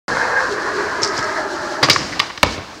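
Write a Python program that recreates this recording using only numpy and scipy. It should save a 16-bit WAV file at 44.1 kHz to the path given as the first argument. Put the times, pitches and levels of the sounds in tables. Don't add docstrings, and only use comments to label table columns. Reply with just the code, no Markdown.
import sys
import numpy as np
from scipy import signal
from scipy.fft import rfft, irfft, next_fast_len
from scipy.io import wavfile
from scipy.ndimage import map_coordinates

SR = 44100
rng = np.random.default_rng(int(sys.argv[2]) if len(sys.argv) > 2 else 0)


def master_out(mix):
    frames = np.transpose(np.atleast_2d(mix))
    ceiling = np.clip(frames, -1, 1)
    pcm = np.round(ceiling * 32767).astype(np.int16)
    wavfile.write(sys.argv[1], SR, pcm)


N = 123479

# frequency in Hz, relative spectral level in dB.
RUMBLE_SPECTRUM = [(15, -51), (25, -22), (54, -17.5), (226, -15.5), (257, -16), (330, -11), (430, -21),
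                   (730, -120)]

# frequency in Hz, t60 in seconds.
YARD_DECAY = [(100, 1), (1000, 0.39), (3500, 0.73), (6500, 1), (10000, 0.3), (15000, 0.15)]
BLOW_ECHO_DB, RATTLE_ECHO_DB = -13.5, -28
ECHO_DULL_HZ = 8200

# start in seconds, relative level in dB, rise time constant in seconds,
# t60 in seconds.
RATTLES = [(1.019, -13.5, 0.012, 0.3), (1.019, -9, .0004, 0.013), (1.027, -4.5, 0.00025, 0.0069),
           (1.031, 0.5, .001, 0.024), (1.038, -1.5, 0.00052, 0.015), (1.046, -0.5, 0.00026, 0.015),
           (1.055, -11, .0005, 0.012), (1.075, -7.5, 0.0006, 0.015), (1.084, -15, .004, 0.042),
           (1.165, -16, 0.011, 0.18), (1.168, -13, .0003, 0.0055), (1.178, 1.5, 0.00083, 0.0077),
           (1.191, -3.5, 0.00024, 0.0076), (1.227, -13, 0.0005, 0.016), (1.241, -14, .0006, 0.027),
           (1.849, -11, 0.0009, 0.038), (1.861, -11, .001, 0.022), (1.931, -3, 0.00065, 0.02),
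           (1.915, -16, 0.017, 0.64), (1.975, -16, .004, .1), (2.459, -19.5, 0.0027, 0.12)]
# centre in Hz, width in Hz, relative level in dB.
HARDWARE_MODES = [(4500, 1740, -10.5), (5270, 675, 0), (6720, 1240, -9), (7870, 1800, -14.5)]
SNAP_DB = 2.5
RATTLE_TOP_HZ = 9100
SHARP_S = 0.0008

# start in seconds, relative board level in dB, favoured pitch in Hz, favoured range in octaves,
# relative steel level in dB, relative hollow ramp or box level in dB, rise time constant in seconds,
# t60 in seconds.
BLOWS = [(1.026, -23, 2500, 2.1, -40, -18, 0.003, 0.13), (1.183, -20, 2480, 1.7, -53, -15.5, 0.0026, 0.045),
         (1.828, -6.5, 1200, 2.4, -8, -6, 0.0012, 0.091), (1.842, -23, 1000, 0.66, -12, -9, 0.00062, 0.032),
         (1.886, -5, 1170, 0.99, -18, -8, 0.00067, 0.022), (1.898, -2.5, 2040, 1, -1, -5.5, 0.00038, 0.049),
         (1.908, -29, 1790, 1.4, -12, -45, 0.0006, 0.13), (1.96, -4.5, 1560, 0.67, -40, -14, 0.0003, 0.017),
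         (2.122, -13, 1860, 0.34, -28, -24.5, 0.0028, 0.08),
         (2.14, -36, 1720, 0.31, -45, -36, 0.0035, 0.03),
         (2.194, -7.5, 2830, 2.3, 0.5, -19, 0.0017, 0.0092),
         (2.199, -1.5, 2370, 1.2, -8, -28, 0.00097, 0.024),
         (2.213, -18.5, 1050, 0.68, -28, -26, 0.0016, 0.15),
         (2.3, -19.5, 1290, 1.05, -47, -25, 0.0016, 0.042),
         (2.376, -22, 2750, 1.6, -25.5, -25, 0.00035, 0.025),
         (2.4299, 3, 1350, 2.7, -9.5, -1, 0.00024, 0.02), (2.433, -1, 600, 0.76, -11.5, -13, 0.00022, 0.03),
         (2.445, -13, 885, 0.88, -21.5, -22, 0.00071, 0.044), (2.454, -30, 700, 0.84, -40, -12, .002, .03),
         (2.464, -21.5, 700, 1, -32, -10, 0.0018, 0.086), (2.576, -27, 1500, 0.98, -40, -14.5, .002, 0.054),
         (2.586, -17.5, 600, 0.72, -44, -19, 0.0016, 0.058)]
# centre in Hz, width in Hz, relative level in dB.
BOARD_MODES = [(550, 116, 1.5), (920, 290, 2), (1134, 170, 6.5), (1480, 330, -1.5), (1817, 165, 3),
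               (2180, 340, 2), (3180, 1100, 2), (4070, 780, 2)]
STEEL_MODES = [(3870, 690, -2), (4870, 370, 3.5), (5830, 430, -3), (7130, 1800, -13)]
RAMP_MODES = [(95.6, 17, -4.5), (128, 54, 0.5), (159, 55, -3), (288, 63, -3.5), (404, 28, -3.5),
              (533, 47, 1)]
BOX_MODES = [(55, 10, -7), (90, 22, -5), (141, 17, -3.5), (210, 66, -7.5), (296, 20, -6), (448, 89, -5.5)]
STRIKE_DB = 14.5
ON_BOX_S = 2.25
# start in seconds, relative level in dB.
CRACKS = [(1.8289, -21), (1.833, -26), (1.898, -17), (2.2005, -13), (2.4301, -5)]
CRACK_T60_S, CRACK_LOW_HZ = 0.0025, 5850

# time in seconds, relative level of the deck's excitation in dB, then the levels of the
# low drone, the bearing hiss and the ground rumble in dB.
ROLL_LEVELS = [(.1, -13.5, -28, -31.5, -30), (.2, -10.5, -29.5, -34, -35.5), (.4, -11.5, -26.5, -34, -40.5),
               (.5, -22, -28, -35.5, -36), (.7, -22, -26.5, -34.5, -40), (.82, -19.5, -24.5, -34.5, -38),
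               (.95, -21, -36.5, -35.5, -37), (1.0, -20, -27, -36, -39.5), (1.2, -18.5, -29.5, -34, -34.5),
               (1.38, -17, -33.5, -33.5, -41), (1.43, -20, -31, -35.5, -40), (1.5, -20, -26.5, -36.5, -45),
               (1.6, -19.5, -36, -36.5, -37.5), (1.8, -21, -32.5, -38, -43), (1.93, -26.5, -27.5, -28, -42),
               (2.0, -28, -42, -36.5, -29), (2.15, -29.5, -41, -37.5, -36), (2.3, -34.5, -61, -40, -44),
               (2.41, -42, -50, -44.5, -54), (2.5, -30.5, -31, -34, -36), (2.62, -34, -61, -43.5, -38.5),
               (2.8, -39, -42, -44.5, -51.5)]
# time in seconds, relative peak in dB.
STONES = [(0.1, 0), (0.169, 5), (0.206, -4), (0.24, -10), (0.251, -3), (0.374, -1.5), (0.404, 2),
          (0.424, -6)]
STONE_GAIN_DB = 14.5
GRAINS_PER_S, GRAIN_SPREAD_DB = 700, 3
SMOOTH_SHARE = 0.95
# time in seconds, frequency in Hz.
DRONE_PITCH = [(.1, 495), (.44, 500), (.48, 410), (.8, 385), (1.2, 385), (1.45, 348), (1.9, 350),
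               (2.8, 270)]
DRONE_CORNER_HZ = 95
# frequency in Hz, relative spectral level in dB.
HISS_SPECTRUM = [(1350, -62), (2300, -6), (3020, -0.5), (3630, -1), (4160, 6), (5430, 3), (6960, -3),
                 (8780, -13), (15600, -35.5)]
# time in seconds, level in dB.
SING_LEVEL = [(.08, -40), (.124, -20), (.146, -36), (.17, -24), (.214, -16), (.26, -38), (.33, -25),
              (.385, -16), (.42, -27.5), (.46, -26), (.6, -37), (1.0, -33.5), (1.8, -43.5), (1.84, -56)]
# centre in Hz, width in Hz, relative level in dB.
SING_MODE = [(1625, 110, 0)]
# centre in Hz, width in Hz, relative level in dB.
NEAR_MODES = [(647, 360, -11), (892, 86, -0.5), (1065, 225, -5), (1320, 194, -2), (1434, 150, -1),
              (1783, 116, -0.5), (2114, 68, -4.5), (2540, 170, -13.5)]
MIDWAY_MODES = [(623, 190, -1), (820, 48, 2.5), (1063, 220, 3.5), (1340, 87, 4.5), (1430, 110, 6),
                (1698, 100, 9), (1874, 140, 4), (2370, 1300, -9)]
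FARTHER_MODES = [(625, 45, 2), (906, 57, 2), (1003, 97, 0), (1267, 64, 5.5), (1616, 143, 5),
                 (1980, 400, -1)]
FAR_MODES = [(609, 41, 4.2), (850, 61, 3.8), (1380, 280, 3.4), (1565, 190, 4.5), (1696, 155, 5.2)]
ON_WOOD_MODES = [(555, 310, 1.5), (1190, 540, 2), (1581, 380, 4.5), (2270, 2400, -1.5), (3230, 9000, -11)]
# time in seconds, set number from 0 (near) to 4 (on wood).
STAGE = [(.42, 0), (.55, 1), (.92, 1), (1.05, 2), (1.38, 2), (1.42, 3), (1.82, 3), (1.85, 4)]
# low-pass corner in Hz for one set, in the same order.
SOFT_WHEEL_HZ = [2570, 2650, 2600, 2120, 5650]
WAVER_DB, WAVER_PER_S = 0.88, 30

START_S, FADE_IN_S = .08, 0.0017
CLIP, KNEE = 1.0, 5.3
MIC_HISS_DB = -62
BASS_CUT_HZ, TOP_HZ = 31, 15800


def amp(db):
    return 10 ** (np.asarray(db) / 20)


def unit(x):
    return x / np.sqrt(np.mean(x ** 2) + 1e-20)


def along(points, hz):
    f, v = np.transpose(points)
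    return np.interp(np.log(hz + 1), np.log(f + 1), v)


def curves(rows):
    s, *cols = np.transpose(rows)
    return [np.interp(np.arange(N) / SR, s, c) for c in cols]


def wobble(rate):
    knots = rng.standard_normal(int(N * rate / SR) + 4)
    return map_coordinates(knots, [np.arange(N) * rate / SR])


def filtered(x, response):
    m = next_fast_len(N + SR // 2)
    return irfft(rfft(x, m) * response(np.fft.rfftfreq(m, 1 / SR)), m)[..., :N]


def low(x, corner_hz):
    return filtered(x, lambda f: 1 / (1 + 1j * f / corner_hz) ** 2)


def through(x, modes):
    def response(f):
        return sum((-1) ** k * amp(db) * 1j * f * w / (c * c - f * f + 1j * f * w)
                   for k, (c, w, db) in enumerate(modes))
    return filtered(x, response)


def coloured(x, spectrum):
    return unit(filtered(x, lambda hz: amp(along(spectrum, hz))))


def bursts(rows):
    out, t = np.zeros(N + SR), np.arange(SR // 4) / SR
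    for s, db, rise, t60 in rows:
        onset = 1 - np.exp(-t / max(rise, 1e-4))
        decay = amp(db - 60 * t / max(t60, 1e-3))
        out[round(s * SR):][:len(t)] += onset * decay * rng.standard_normal(len(t))
    return out[:N]


def ground_rumble():
    level_db = curves(ROLL_LEVELS)[3] + 0.39 * wobble(4.26)
    return amp(level_db) * coloured(rng.standard_normal(N), RUMBLE_SPECTRUM)


def yard(x):
    hz, t, z = signal.stft(rng.standard_normal(SR), SR, nperseg=256)
    decay = amp(-60 * t / along(YARD_DECAY, hz)[:, None])
    tail = signal.istft(z * decay, SR, nperseg=256)[1]
    dull = filtered(x, lambda f: 1 / (1 + 1j * f / ECHO_DULL_HZ) ** 3)
    delayed = np.pad(dull, (600, 0))
    return signal.fftconvolve(delayed, tail / np.linalg.norm(tail))[:N]


def rattles():
    chatter = bursts(RATTLES)
    for s, db, rise, _ in RATTLES:
        chatter[round(s * SR)] += amp(db + SNAP_DB) * min(1, SHARP_S / rise)
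    ring = through(through(chatter, HARDWARE_MODES), [(5600, 6500, 0)])
    return amp(8.5) * filtered(ring, lambda f: 1 / np.sqrt(1 + (f / RATTLE_TOP_HZ) ** 8))


def struck_board():
    board = 0
    for s, db, hz, octaves, _, _, rise, t60 in BLOWS:
        modes = [(c, w, g - 6 * (np.log2(c / hz) / octaves) ** 2) for c, w, g in BOARD_MODES]
        clatter = bursts([(s, db, rise, t60)])
        clatter[round(s * SR)] = amp(db + STRIKE_DB) * min(1, SHARP_S / rise)
        board = board + through(clatter, modes)
    return amp(13.0) * low(board, corner_hz=3700)


def struck_steel():
    clatter = bursts([(s, db, rise, t60) for s, _, _, _, db, _, rise, t60 in BLOWS])
    return amp(13.5) * low(through(clatter, STEEL_MODES), corner_hz=7760)


def hollow_bodies():
    knocks = np.zeros(N)
    for s, _, _, _, _, db, _, _ in BLOWS:
        knocks[round(s * SR)] = amp(db)
    on_box = np.arange(N) > ON_BOX_S * SR
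    hollow = through(knocks * on_box, BOX_MODES) + through(knocks * ~on_box, RAMP_MODES)
    return amp(41.5) * low(hollow, corner_hz=525)


def cracks():
    crack = bursts([(s, db, .0001, CRACK_T60_S) for s, db in CRACKS])
    high = crack - low(crack, corner_hz=CRACK_LOW_HZ)
    return amp(8.0) * low(high, corner_hz=9000)


def blows():
    return struck_board() + struck_steel() + hollow_bodies() + cracks()


def grit():
    hit = rng.random(N) < GRAINS_PER_S / SR
    grains = hit * rng.standard_normal(N) * amp(GRAIN_SPREAD_DB * rng.standard_normal(N))
    rub = rng.standard_normal(N)
    return np.sqrt(1 - SMOOTH_SHARE) * unit(grains) + np.sqrt(SMOOTH_SHARE) * rub


def deck(shake):
    stage, out = curves(STAGE)[0], 0
    sets = [NEAR_MODES, MIDWAY_MODES, FARTHER_MODES, FAR_MODES, ON_WOOD_MODES]
    for k, modes in enumerate(sets):
        rung = sum((-1) ** i * amp(WAVER_DB * wobble(WAVER_PER_S)) * through(shake, [mode])
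                   for i, mode in enumerate(modes))
        soft = filtered(rung, lambda hz: 1 / (1 + 1j * hz / SOFT_WHEEL_HZ[k]) ** 3)
        share = np.sqrt(np.clip(1 - abs(stage - k), 0, 1))
        out = out + amp(11.0) * soft * share
    return out


def shaken_deck():
    shake = grit() * amp(curves(ROLL_LEVELS)[0] + 0.74 * wobble(29.95))
    for s, db in STONES:
        shake[round(s * SR)] += amp(db + STONE_GAIN_DB)
    return deck(shake)


def singing_mode():
    ring = through(through(grit(), SING_MODE), SING_MODE)
    return amp(curves(SING_LEVEL)[0]) * unit(ring)


def wheel_drone():
    slow = filtered([grit(), grit()], lambda hz: 1 / (1 + 1j * hz / DRONE_CORNER_HZ) ** 4)
    phase = 2 * np.pi * np.cumsum(curves(DRONE_PITCH)[0]) / SR
    drone = unit(slow[0] * np.cos(phase) + slow[1] * np.sin(phase))
    return amp(curves(ROLL_LEVELS)[1]) * drone


def bearing_hiss():
    hiss = coloured(rng.standard_normal(N) + 0.47 * grit(), HISS_SPECTRUM)
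    return amp(curves(ROLL_LEVELS)[2] + 1.22 * wobble(26.37)) * hiss


def rolling():
    return shaken_deck() + singing_mode() + wheel_drone() + bearing_hiss()


def scene():
    chatter, hits = rattles(), blows()
    echoes = amp(BLOW_ECHO_DB) * yard(hits) + amp(RATTLE_ECHO_DB) * yard(chatter)
    return (ground_rumble() + echoes + chatter + hits + rolling())[None]


def record(dry):
    clipped = dry / (1 + abs(dry / CLIP) ** KNEE) ** (1 / KNEE)
    hissing = clipped + amp(MIC_HISS_DB) * rng.standard_normal(N)
    opened = hissing * np.clip((np.arange(N) / SR - START_S) / FADE_IN_S, 0, 1)
    return filtered(opened, lambda hz: (hz < TOP_HZ) * 1j * hz / (BASS_CUT_HZ + 1j * hz))


dry = scene()
out = record(dry)
master_out(out)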